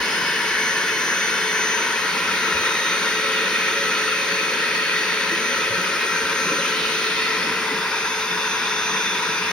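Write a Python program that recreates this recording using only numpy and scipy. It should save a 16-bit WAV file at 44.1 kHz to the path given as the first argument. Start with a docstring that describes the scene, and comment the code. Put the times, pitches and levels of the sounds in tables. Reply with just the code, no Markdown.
"""A cordless hand vacuum runs for 9.5 s in a narrow hallway, its hose worked along the foot of a wall.
All along, the motor hums and whines, and noise shaped by resonances makes the rush, roar and hiss of air.
From about 1.5 s the rush changes colour as the kneeling user leans forward; soft bumps come at 2.3-2.6 s.
Around 3-5 s the covered hose rings and the pressed nozzle sings; then decaying tones make more soft knocks.
Near 7 s the hiss brightens as the nozzle sweeps forward, and by 8 s the rush takes its stooped colour."""
import sys
import numpy as np
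from scipy import signal
from scipy.fft import rfft, irfft, next_fast_len
from scipy.io import wavfile
from scipy.ndimage import uniform_filter1d, map_coordinates

SR = 44100
rng = np.random.default_rng(int(sys.argv[2]) if len(sys.argv) > 2 else 0)


def inscribe(sig):
    """Save sig as 16-bit PCM at rate SR to the path in sys.argv[1].

    A 1-D sig is mono; a 2-D sig holds one channel per row.
    Samples are clipped to [-1, 1] before scaling.
    """
    pcm = np.round(np.clip(np.atleast_2d(sig).T, -1, 1) * 32767)
    wavfile.write(sys.argv[1], SR, pcm.astype(np.int16))


N = 419821  # length in samples

# turns per second of the motor, sagging and rising with the air load: (t/s, f/Hz)
MOTOR_SPEED = [(0.0, 436.71), (0.93, 434.78), (2.66, 436.41), (2.9, 435.76), (4.76, 435.57), (5.12, 434.79),
               (5.65, 435.16), (5.85, 436.14), (6.54, 436.63), (8.23, 436.39), (8.51, 434.9), (8.8, 434.15),
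               (9.05, 434.45), (9.52, 433.2)]
# blade whine before its gain, swelling and fading as the machine moves through standing waves: (t/s, level/dB)
WHINE_LEVEL = [(0.0, -48), (0.32, -51), (0.61, -39.5), (0.64, -36), (0.82, -42.5), (1.03, -38),
               (1.35, -39.5), (1.43, -44), (1.51, -37.5), (1.69, -34.5), (1.8, -35), (2.09, -45.5),
               (2.15, -52), (2.22, -45), (2.84, -38.5), (3.21, -40.5), (3.34, -51), (3.53, -42),
               (4.32, -42.5), (4.61, -50), (5.38, -44.5), (5.46, -39), (5.59, -40), (5.67, -49),
               (5.73, -43.5), (5.99, -49), (6.02, -51), (6.07, -42), (6.2, -40), (6.28, -49), (6.39, -39.5),
               (6.65, -39.5), (6.84, -51), (6.95, -41), (7.21, -56), (7.34, -44), (7.45, -52), (7.87, -53),
               (7.98, -41.5), (8.22, -40.5), (8.3, -46), (8.54, -38), (8.62, -42.5), (8.93, -39),
               (9.2, -43.5), (9.39, -43), (9.47, -53), (9.52, -42)]
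# level of the once-a-turn hum: (t/s, level/dB)
HUM_LEVEL = [(0, -45), (0.5, -38), (1.25, -43), (1.45, -38.5), (1.85, -36.5), (2.15, -43), (2.55, -35.5),
             (2.8, -42.5), (3.3, -34), (3.6, -38), (3.9, -36), (5.3, -38), (5.85, -41), (6.4, -39),
             (6.8, -34.5), (7.5, -38.5), (9.52, -39.5)]
# the other shaft tones: (multiple of the motor speed, level/dB)
SHAFT_TONES = [(3, -47), (10, -56), (12, -53), (21, -61), (24, -64), (28, -63), (35, -65)]
BLADE_ORDER = 14  # whine cycles in one turn
WHINE_GAIN_DB = 6  # added to the whine's curve
WHINE_FADE_DB, WHINE_PORT_DB = 0.5, 1  # random fading of the whine: shared, and at each port
WHISTLE_DB, WHISTLE_SHADE_DB = -41, 8  # whistle when upright; its loss for each step of posture

# strength of the air noises: (t/s, housing rush level/dB before a small trim, hose roar level/dB,
# nozzle hiss level/dB)
AIR_LEVELS = [(0, -22, -35, -29.5), (3.3, -21.5, -35.5, -30), (5, -22, -36, -31), (6.4, -22, -34.5, -30),
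              (7.6, -24, -35, -32), (8.2, -23.5, -38, -33), (9.52, -23, -37.5, -32.5)]
# the user's posture, 0 upright, 1 leaning, 2 stooped: (t/s, posture)
POSTURE_PATH = [(0, 0.06), (1.5, 0.059), (2.5, 1.09), (5.3, 0.75), (6.5, 1.26), (7.35, 1.12), (8.0, 2.06),
                (9.52, 1.9)]
# resonances of the rushing air in each posture: (f/Hz, half width/Hz, relative level/dB)
UPRIGHT_MODES = [(1145, 44, -10.5), (1510, 137, -2), (1704, 120, -4), (1880, 200, -3), (2216, 93, -1.5),
                 (2430, 59, -12), (2590, 100, -4.5), (2870, 100, -10), (3110, 130, -10), (3520, 115, -9.5),
                 (4230, 180, -14), (5260, 110, -18.5)]
LEANING_MODES = [(1302, 55, -1), (1389, 38, 0), (1532, 74, -3), (1660, 33, -6), (1876, 116, 0),
                 (2150, 150, -5.5), (2403, 67, -2.5), (2525, 47, 0), (2790, 104, -6.5), (3190, 180, -11),
                 (3520, 180, -10.5), (3920, 220, -15), (4350, 130, -11), (5420, 120, -18.5)]
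STOOPED_MODES = [(1203, 9.7, -4), (1317, 78, -8.5), (1460, 114, -5), (1643, 75, -5), (1867, 85, -6),
                 (2180, 170, -9.5), (2415, 40, -1.5), (2633, 140, -6), (3110, 110, -17), (3526, 89, -8),
                 (3840, 170, -13.5), (4570, 120, -16), (4900, 140, -18.5), (5270, 91, -11)]
# lowest resonance of the rush: (t/s, level/dB)
LOW_RUSH_LEVEL = [(0, -33), (1.15, -35), (1.8, -32), (2.4, -32), (3.4, -35), (4.0, -36.5), (4.8, -37.5),
                  (7.2, -34.5), (8.1, -31), (9.52, -33)]
LOW_RUSH_HZ, LOW_RUSH_WIDTH_HZ = 989.4, 107  # its centre and half width
WANDER, WANDER_PER_S = .0045, 2.5  # size of the random pitch drift (a share); its random points a second

# air-column resonances of hose and bin: (f/Hz, half width/Hz, relative level/dB)
HOSE_MODES = [(181.4, 16, -1), (242, 41, -3), (329.3, 18, -1.5), (388, 41, -1.5), (452, 20.6, 2),
              (503, 14, -2), (547, 24, -2.5), (637, 30, -8.5)]
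# air column that rings harder while the mouth is covered: (f/Hz, half width/Hz, relative level/dB)
COVERED_MODES = [(525, 25, -5), (557.4, 8.4, 0)]
# the mouth is partly covered: (start t/s, end t/s, ease in and out/s, level/dB)
MOUTH_COVERS = [(3.0, 4.7, 0.91, -39.5), (5.7, 5.8, 0.2, -38), (6.45, 6.65, 0.26, -38.5)]
# the hose flexes and rubs: (t/s, length/s, level/dB, centre f/Hz)
HOSE_RUBS = [(2.35, 0.17, -54, 95), (6.55, 0.15, -39, 286), (7.43, 0.13, -37.5, 275), (7.6, 0.65, -51, 168),
             (9.1, 0.85, -44, 194)]
RIB_FLUTTER_DB, RIB_CATCHES_PER_S = 4, 45  # the ribs catch and slip as the hose is dragged

# colour of the hiss, with dips near 7.8 and 13.5 kHz: (f/Hz, relative level/dB)
HISS_COLOUR = [(300, -15), (700, -1.5), (4500, 6.5), (5700, 4), (6300, 6.5), (7050, -3.5), (7800, -43),
               (8800, 6), (9900, -6), (11200, -6.5), (12600, -13), (13500, -28), (15700, -3)]
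# the nozzle sings when pressed into the wall's corner: (f/Hz, half width/Hz, relative level/dB)
SINGING_MODES = [(2534, 120, 10), (3300, 240, -1.5), (3660, 120, 3), (4000, 170, -12), (4370, 89, 4),
                 (5260, 87, -8)]
# presses into the corner: (start t/s, end t/s, ease in and out/s, level/dB)
CORNER_PRESSES = [(3.698, 5.102, 0.71, -30.5), (7.0, 7.25, 0.33, -28.5)]
# the rush swells at one pitch after another as machine and hose move: (t/s, length/s, level/dB, centre f/Hz)
PITCHED_SWELLS = [(.15, 0.52, -36.5, 5100), (.25, 0.55, -35, 2950), (.6, 0.59, -31.5, 1736),
                  (1.2, 0.68, -45, 5320), (1.3, .4, -38, 3500), (1.4, 0.27, -33, 1405),
                  (2.95, 0.67, -33, 3710), (3.4, 0.44, -35.5, 1343), (4.85, 0.75, -38, 4490),
                  (4.9, 0.61, -31.5, 1905), (6.0, .22, -43, 5400), (6.15, 0.43, -33, 1536),
                  (6.2, 0.75, -35.5, 1346), (7.25, .2, -32, 1860), (7.3, .4, -39, 5250),
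                  (7.5, 0.63, -33, 2020), (8.8, 0.8, -33, 3510)]
# broad brightening as the nozzle is swung forward: (t/s, length/s, level/dB, centre f/Hz)
FORWARD_SWELLS = [(6.8, 0.23, -32, 3000), (6.95, .3, -33, 3900), (7.2, .3, -36.5, 4400)]

# colour of the room's rumble: (f/Hz, relative level/dB)
RUMBLE_COLOUR = [(20, -35), (36, -18), (47, 11), (60, -3), (100, 2), (150, -1), (220, 7), (400, -51)]
# soft bumps on the floor, level before the soft onset: (t/s, level/dB, pitch f/Hz, time to fade 60 dB/s)
FLOOR_BUMPS = [(2.265, -40, 92, .16), (2.54, -31, 82, 0.2), (2.575, -39, 108, .2), (5.695, -30.5, 113, .24),
               (6.228, -34, 70, .12), (8.289, -43, 62, .16)]
# hose and nozzle knock softly on wall and floor, level before halving:
# (t/s, level/dB, pitch f/Hz, time to fade 60 dB/s)
HOSE_KNOCKS = [(4.314, -31, 182, 0.2), (5.315, -26.5, 333, .14), (5.57, -31, 553, .16),
               (5.778, -26, 181, 0.19), (6.455, -30, 174, .18), (6.505, -27, 540, .14),
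               (6.585, -28, 543, 0.12), (6.59, -33, 179, .15), (7.48, -33, 185, .15),
               (7.712, -27, 275, .09), (7.738, -31, 195, .13), (8.315, -31, 180, .18)]
KNOCK_ATTACK_S, KNOCK_SCUFF_DB = 0.0074, -2  # soft contact; scuff against the ring

# how alike noise is at the two microphone ports: (f/Hz, likeness 0-1)
PORT_LIKENESS = [(100, .9995), (300, .985), (600, .95), (1400, .89), (2000, .77), (2500, .58), (4500, .5),
                 (6000, .67), (7500, .88), (9400, .62), (11000, .88), (12600, .55), (14000, .8)]
# phase by which the left port leads: (f/Hz, lead/radians)
PORT_LEAD = [(100, 0), (900, .1), (1600, .3), (2100, .1), (2480, 1.7), (2800, .95), (4500, .9), (5100, -.2),
             (6100, 1.6), (7300, 3), (9000, 4.2), (10200, 6.1), (12200, 6.5), (13300, 9.2), (15500, 9.9)]
# left port's level minus the right's: (f/Hz, level difference/dB)
PORT_TILT = [(150, 0), (380, .7), (700, 3.2), (1290, 4.5), (2380, 0)]
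TOP_HZ, FADE_S = 15800, .004  # highest pitch kept; fade at each end


def amp(db):
    """Turn decibels into a gain."""
    return 10 ** (np.asarray(db) / 20)


def unit(x):
    """Scale a sound to an average strength (rms) of 1."""
    return x / np.sqrt(np.mean(x ** 2) + 1e-20)


def along(points, hz):
    """Read a (frequency, value) curve, spacing frequencies by ratio as pitch is heard."""
    f, value = np.transpose(points)
    return np.interp(np.log(hz + 1), np.log(f + 1), value)


def curves(rows):
    """Give one value per sample for each column after the time."""
    times, *columns = np.transpose(rows)
    return [np.interp(np.arange(N) / SR, times, column) for column in columns]


def wobble(rate):
    """Draw a smooth random curve through `rate` random points a second."""
    points = rng.standard_normal(int(N * rate / SR) + 4)
    return map_coordinates(points, [np.arange(N) * rate / SR])


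def filtered(x, response):
    """Scale each frequency of a sound by the given response."""
    m = next_fast_len(N + 8192)
    hz = np.fft.rfftfreq(m, 1 / SR)
    return irfft(rfft(x, m) * response(hz), m)[..., :N]


def resonances(modes):
    """Make a gain curve of steep-sided resonances whose powers add."""
    def gain(hz):
        power = 0
        for centre, width, db in modes:
            power = power + amp(db) ** 2 / (1 + ((hz - centre) / width) ** 2) ** 2
        return np.sqrt(power)
    return gain


def ports(hz):
    """Give the level and phase with which each microphone port receives the machine."""
    half = amp(along(PORT_TILT, hz) / 2) * np.exp(.5j * along(PORT_LEAD, hz))
    return np.array([half, 1 / half])


def turbulence(colour):
    """Make the noise of swirling air, rms 1, coloured and partly alike at the two ports."""
    m = next_fast_len(N + 8192)
    hz = np.fft.rfftfreq(m, 1 / SR)
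    shared, apart = rfft(rng.standard_normal((2, m))) * colour(hz)
    # mixing by this angle gives the wanted likeness
    turn = np.arccos(np.clip(along(PORT_LIKENESS, hz), 0, 1)) / 2
    shared, apart = shared * np.cos(turn), apart * np.sin(turn)
    both = np.array([shared + apart, shared - apart]) * ports(hz)
    return unit(irfft(both, m)[:, :N])


def swells(rows, width):
    """Let bands of air noise rise and fade; width is a share of the centre frequency."""
    t = np.arange(N) / SR
    out = 0
    for s, length, db, hz in rows:
        envelope = np.exp(-((t - s) / length) ** 2)
        out = out + amp(db) * envelope * turbulence(resonances([(hz, width * hz, 0)]))
    return out


def held(start, end, ease):
    """Ease a gesture in toward 1, hold it from start to end, and ease it out."""
    t = np.arange(N) / SR
    return np.exp(-((t - np.clip(t, start, end)) / ease) ** 2)


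def gestures(rows):
    """Add up the gains of a series of held gestures."""
    return sum(amp(db) * held(start, end, ease) for start, end, ease, db in rows)


def wandering(x):
    """Slide all pitches of a noise slowly up and down, as resonances drift, by reading it at uneven speed."""
    ahead = np.cumsum(WANDER * wobble(WANDER_PER_S))
    return np.array([map_coordinates(side, [np.arange(N) + ahead], mode="mirror") for side in x])


def eddies(x, patchy_db=1.0):
    """Passing eddies lift and drop patches a few hundred hertz wide for some tens of milliseconds."""
    z = signal.stft(x, nperseg=512)[2]
    field = rng.standard_normal(z.shape[1:])
    field = uniform_filter1d(field, size=4, axis=0)  # spread over frequency
    field = uniform_filter1d(field, size=9, axis=1)  # spread over time
    return signal.istft(z * amp(patchy_db * unit(field)), nperseg=512)[1][:, :N]


def passing_walls(x, count=8, strength=0.098, drift_ms=0.099, near_ms=6.5, far_ms=24):
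    """Reflections off floor, wall and body change length as the machine sways: a drifting comb."""
    n = np.arange(N)
    out = x.copy()
    for ms in np.geomspace(near_ms, far_ms, count):
        lag_ms = ms * rng.uniform(.85, 1.1485) + drift_ms * wobble(0.897)
        lag = lag_ms * SR / 1000
        echo = np.array([np.interp(n - lag, n, side) for side in x])
        out += rng.choice([-1, 1]) * strength * echo
    return out / np.sqrt(1 + count * strength ** 2)


def floor(rumble_db=-54, attack=0.005, overtone_db=-13):
    """Low room rumble, and dull, soft-edged bumps that ring a floor mode and its two neighbours."""
    out = np.zeros(N + SR)
    t = np.arange(SR // 2) / SR
    for s, db, hz, t60 in FLOOR_BUMPS:
        below, main, above = (np.sin(2 * np.pi * hz * ratio * t + rng.uniform(0, 2 * np.pi))
                              for ratio in (.75, 1, 1.3))
        ring = main + amp(overtone_db) * (below + above)
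        envelope = amp(db - 60 * t / t60) * (1 - np.exp(-t / attack)) ** 2
        out[round(s * SR):][:len(t)] += envelope * ring
    rumble = turbulence(lambda hz: amp(along(RUMBLE_COLOUR, hz)))
    return out[:N] + amp(rumble_db) * rumble


def knocks():
    """Each knock sets the hose's air column ringing briefly, with a dull scuff."""
    out = np.zeros((2, N + SR))
    t = np.arange(SR // 2) / SR
    scuff = turbulence(resonances(HOSE_MODES))
    for s, db, hz, t60 in HOSE_KNOCKS:
        at = round(s * SR) + np.arange(len(t))
        envelope = (1 - np.exp(-t / KNOCK_ATTACK_S)) * amp(-60 * t / t60)
        envelope = envelope / envelope.max()
        ring = np.sqrt(2) * np.sin(2 * np.pi * hz * t + rng.uniform(0, 2 * np.pi))
        out[:, at] += amp(db) * envelope * (ring + amp(KNOCK_SCUFF_DB) * scuff[:, at]) / 2
    return out[:, :N]


def hose(roar_db):
    """Intake air roars in the hose's air column; the ribbed wall flutters where it is bent or dragged."""
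    roar = amp(roar_db + 0.71 * wobble(8)) * turbulence(resonances(HOSE_MODES))
    ring = gestures(MOUTH_COVERS) * turbulence(resonances(COVERED_MODES))
    catches = unit(amp(RIB_FLUTTER_DB * wobble(RIB_CATCHES_PER_S)))
    return roar + ring + catches * swells(HOSE_RUBS, width=0.21)


def nozzle(hiss_db):
    """Air hisses over the nozzle's edge, sings where the gap narrows and brightens as it is swung forward."""
    hiss = amp(hiss_db) * turbulence(lambda hz: amp(along(HISS_COLOUR, hz)))
    singing = gestures(CORNER_PRESSES) * turbulence(resonances(SINGING_MODES))
    whooshes = swells(PITCHED_SWELLS, width=0.031)
    return hiss + wandering(singing + whooshes) + swells(FORWARD_SWELLS, width=0.11)


def shaft_tone(angle, order):
    """A tone of rms 1 at a multiple of the shaft's rotation, as both ports hear it."""
    mean_hz = order * np.mean(np.array(MOTOR_SPEED)[:, 1])
    return unit(np.real(ports(mean_hz)[:, None] * np.exp(1j * order * angle)))


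def motor(jitter=0.00025, fade_db=3.5, flutter_db=1.0, drift_db=0.4, hum_waver=0.2):
    """Imbalance hums once a turn; the blades whine and whistle; weaker shaft tones drift in and out."""
    posture = curves(POSTURE_PATH)[0]
    speed = curves(MOTOR_SPEED)[0] * (1 + jitter * wobble(30))
    angle = 2 * np.pi * np.cumsum(speed) / SR

    hum_db = curves(HUM_LEVEL)[0] + drift_db * wobble(4.5) + flutter_db * wobble(24)
    hum = amp(hum_db) * shaft_tone(angle + hum_waver * wobble(23), order=1)

    port_fading_db = WHINE_PORT_DB * np.array([wobble(6.1), wobble(2.9)])
    fading_db = WHINE_FADE_DB * wobble(7) + port_fading_db + 0.8 * wobble(25)
    whine_db = curves(WHINE_LEVEL)[0] + WHINE_GAIN_DB + fading_db
    whine = amp(whine_db) * shaft_tone(angle, order=BLADE_ORDER)

    # the whistle lies an octave under the whine
    whistle_db = WHISTLE_DB - WHISTLE_SHADE_DB * posture + 2 * wobble(3.55) + 2.4 * wobble(20)
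    whistle = amp(whistle_db) * shaft_tone(angle, order=BLADE_ORDER // 2)

    overtones = 0
    for order, db in SHAFT_TONES:
        overtones = overtones + amp(db + fade_db * wobble(3.94)) * shaft_tone(angle, order=round(order))
    return hum + whine + whistle + overtones


def housing(rush_db, surge_db=0.16, churn_db=0.4):
    """Exhaust air surges and churns; its drifting resonances cross-fade as the machine turns to the floor."""
    posture = np.clip(curves(POSTURE_PATH)[0], 0, 2)
    rush = 0
    for k, modes in enumerate([UPRIGHT_MODES, LEANING_MODES, STOOPED_MODES]):
        share = np.clip(1 - np.abs(posture - k), 0, 1)
        rush = rush + np.sqrt(share) * turbulence(resonances(modes))
    low_band = turbulence(resonances([(LOW_RUSH_HZ, LOW_RUSH_WIDTH_HZ, 0)]))
    low = amp(curves(LOW_RUSH_LEVEL)[0]) * low_band
    unsteadiness = amp(surge_db * wobble(15) + churn_db * wobble(90))
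    return unsteadiness * wandering(amp(rush_db - 1.5) * rush + low)


def scene():
    """Mix the running vacuum over the floor's low sounds; rush and hiss also reflect off the surroundings."""
    rush_db, roar_db, hiss_db = curves(AIR_LEVELS)
    air = passing_walls(eddies(housing(rush_db) + nozzle(hiss_db)))
    return floor() + knocks() + hose(roar_db) + motor() + air


def record(dry, low_hz=40):
    """The phone cuts the deepest bass and keeps nothing above its band limit; the ends are eased."""
    t = np.arange(N) / SR
    ends = np.clip(np.minimum(t, t[-1] - t) / FADE_S, 0, 1)
    return filtered(dry * ends, lambda hz: (hz < TOP_HZ) / np.sqrt(1 + (low_hz / (hz + 1)) ** 8))


dry = scene()
out = record(dry)
inscribe(out)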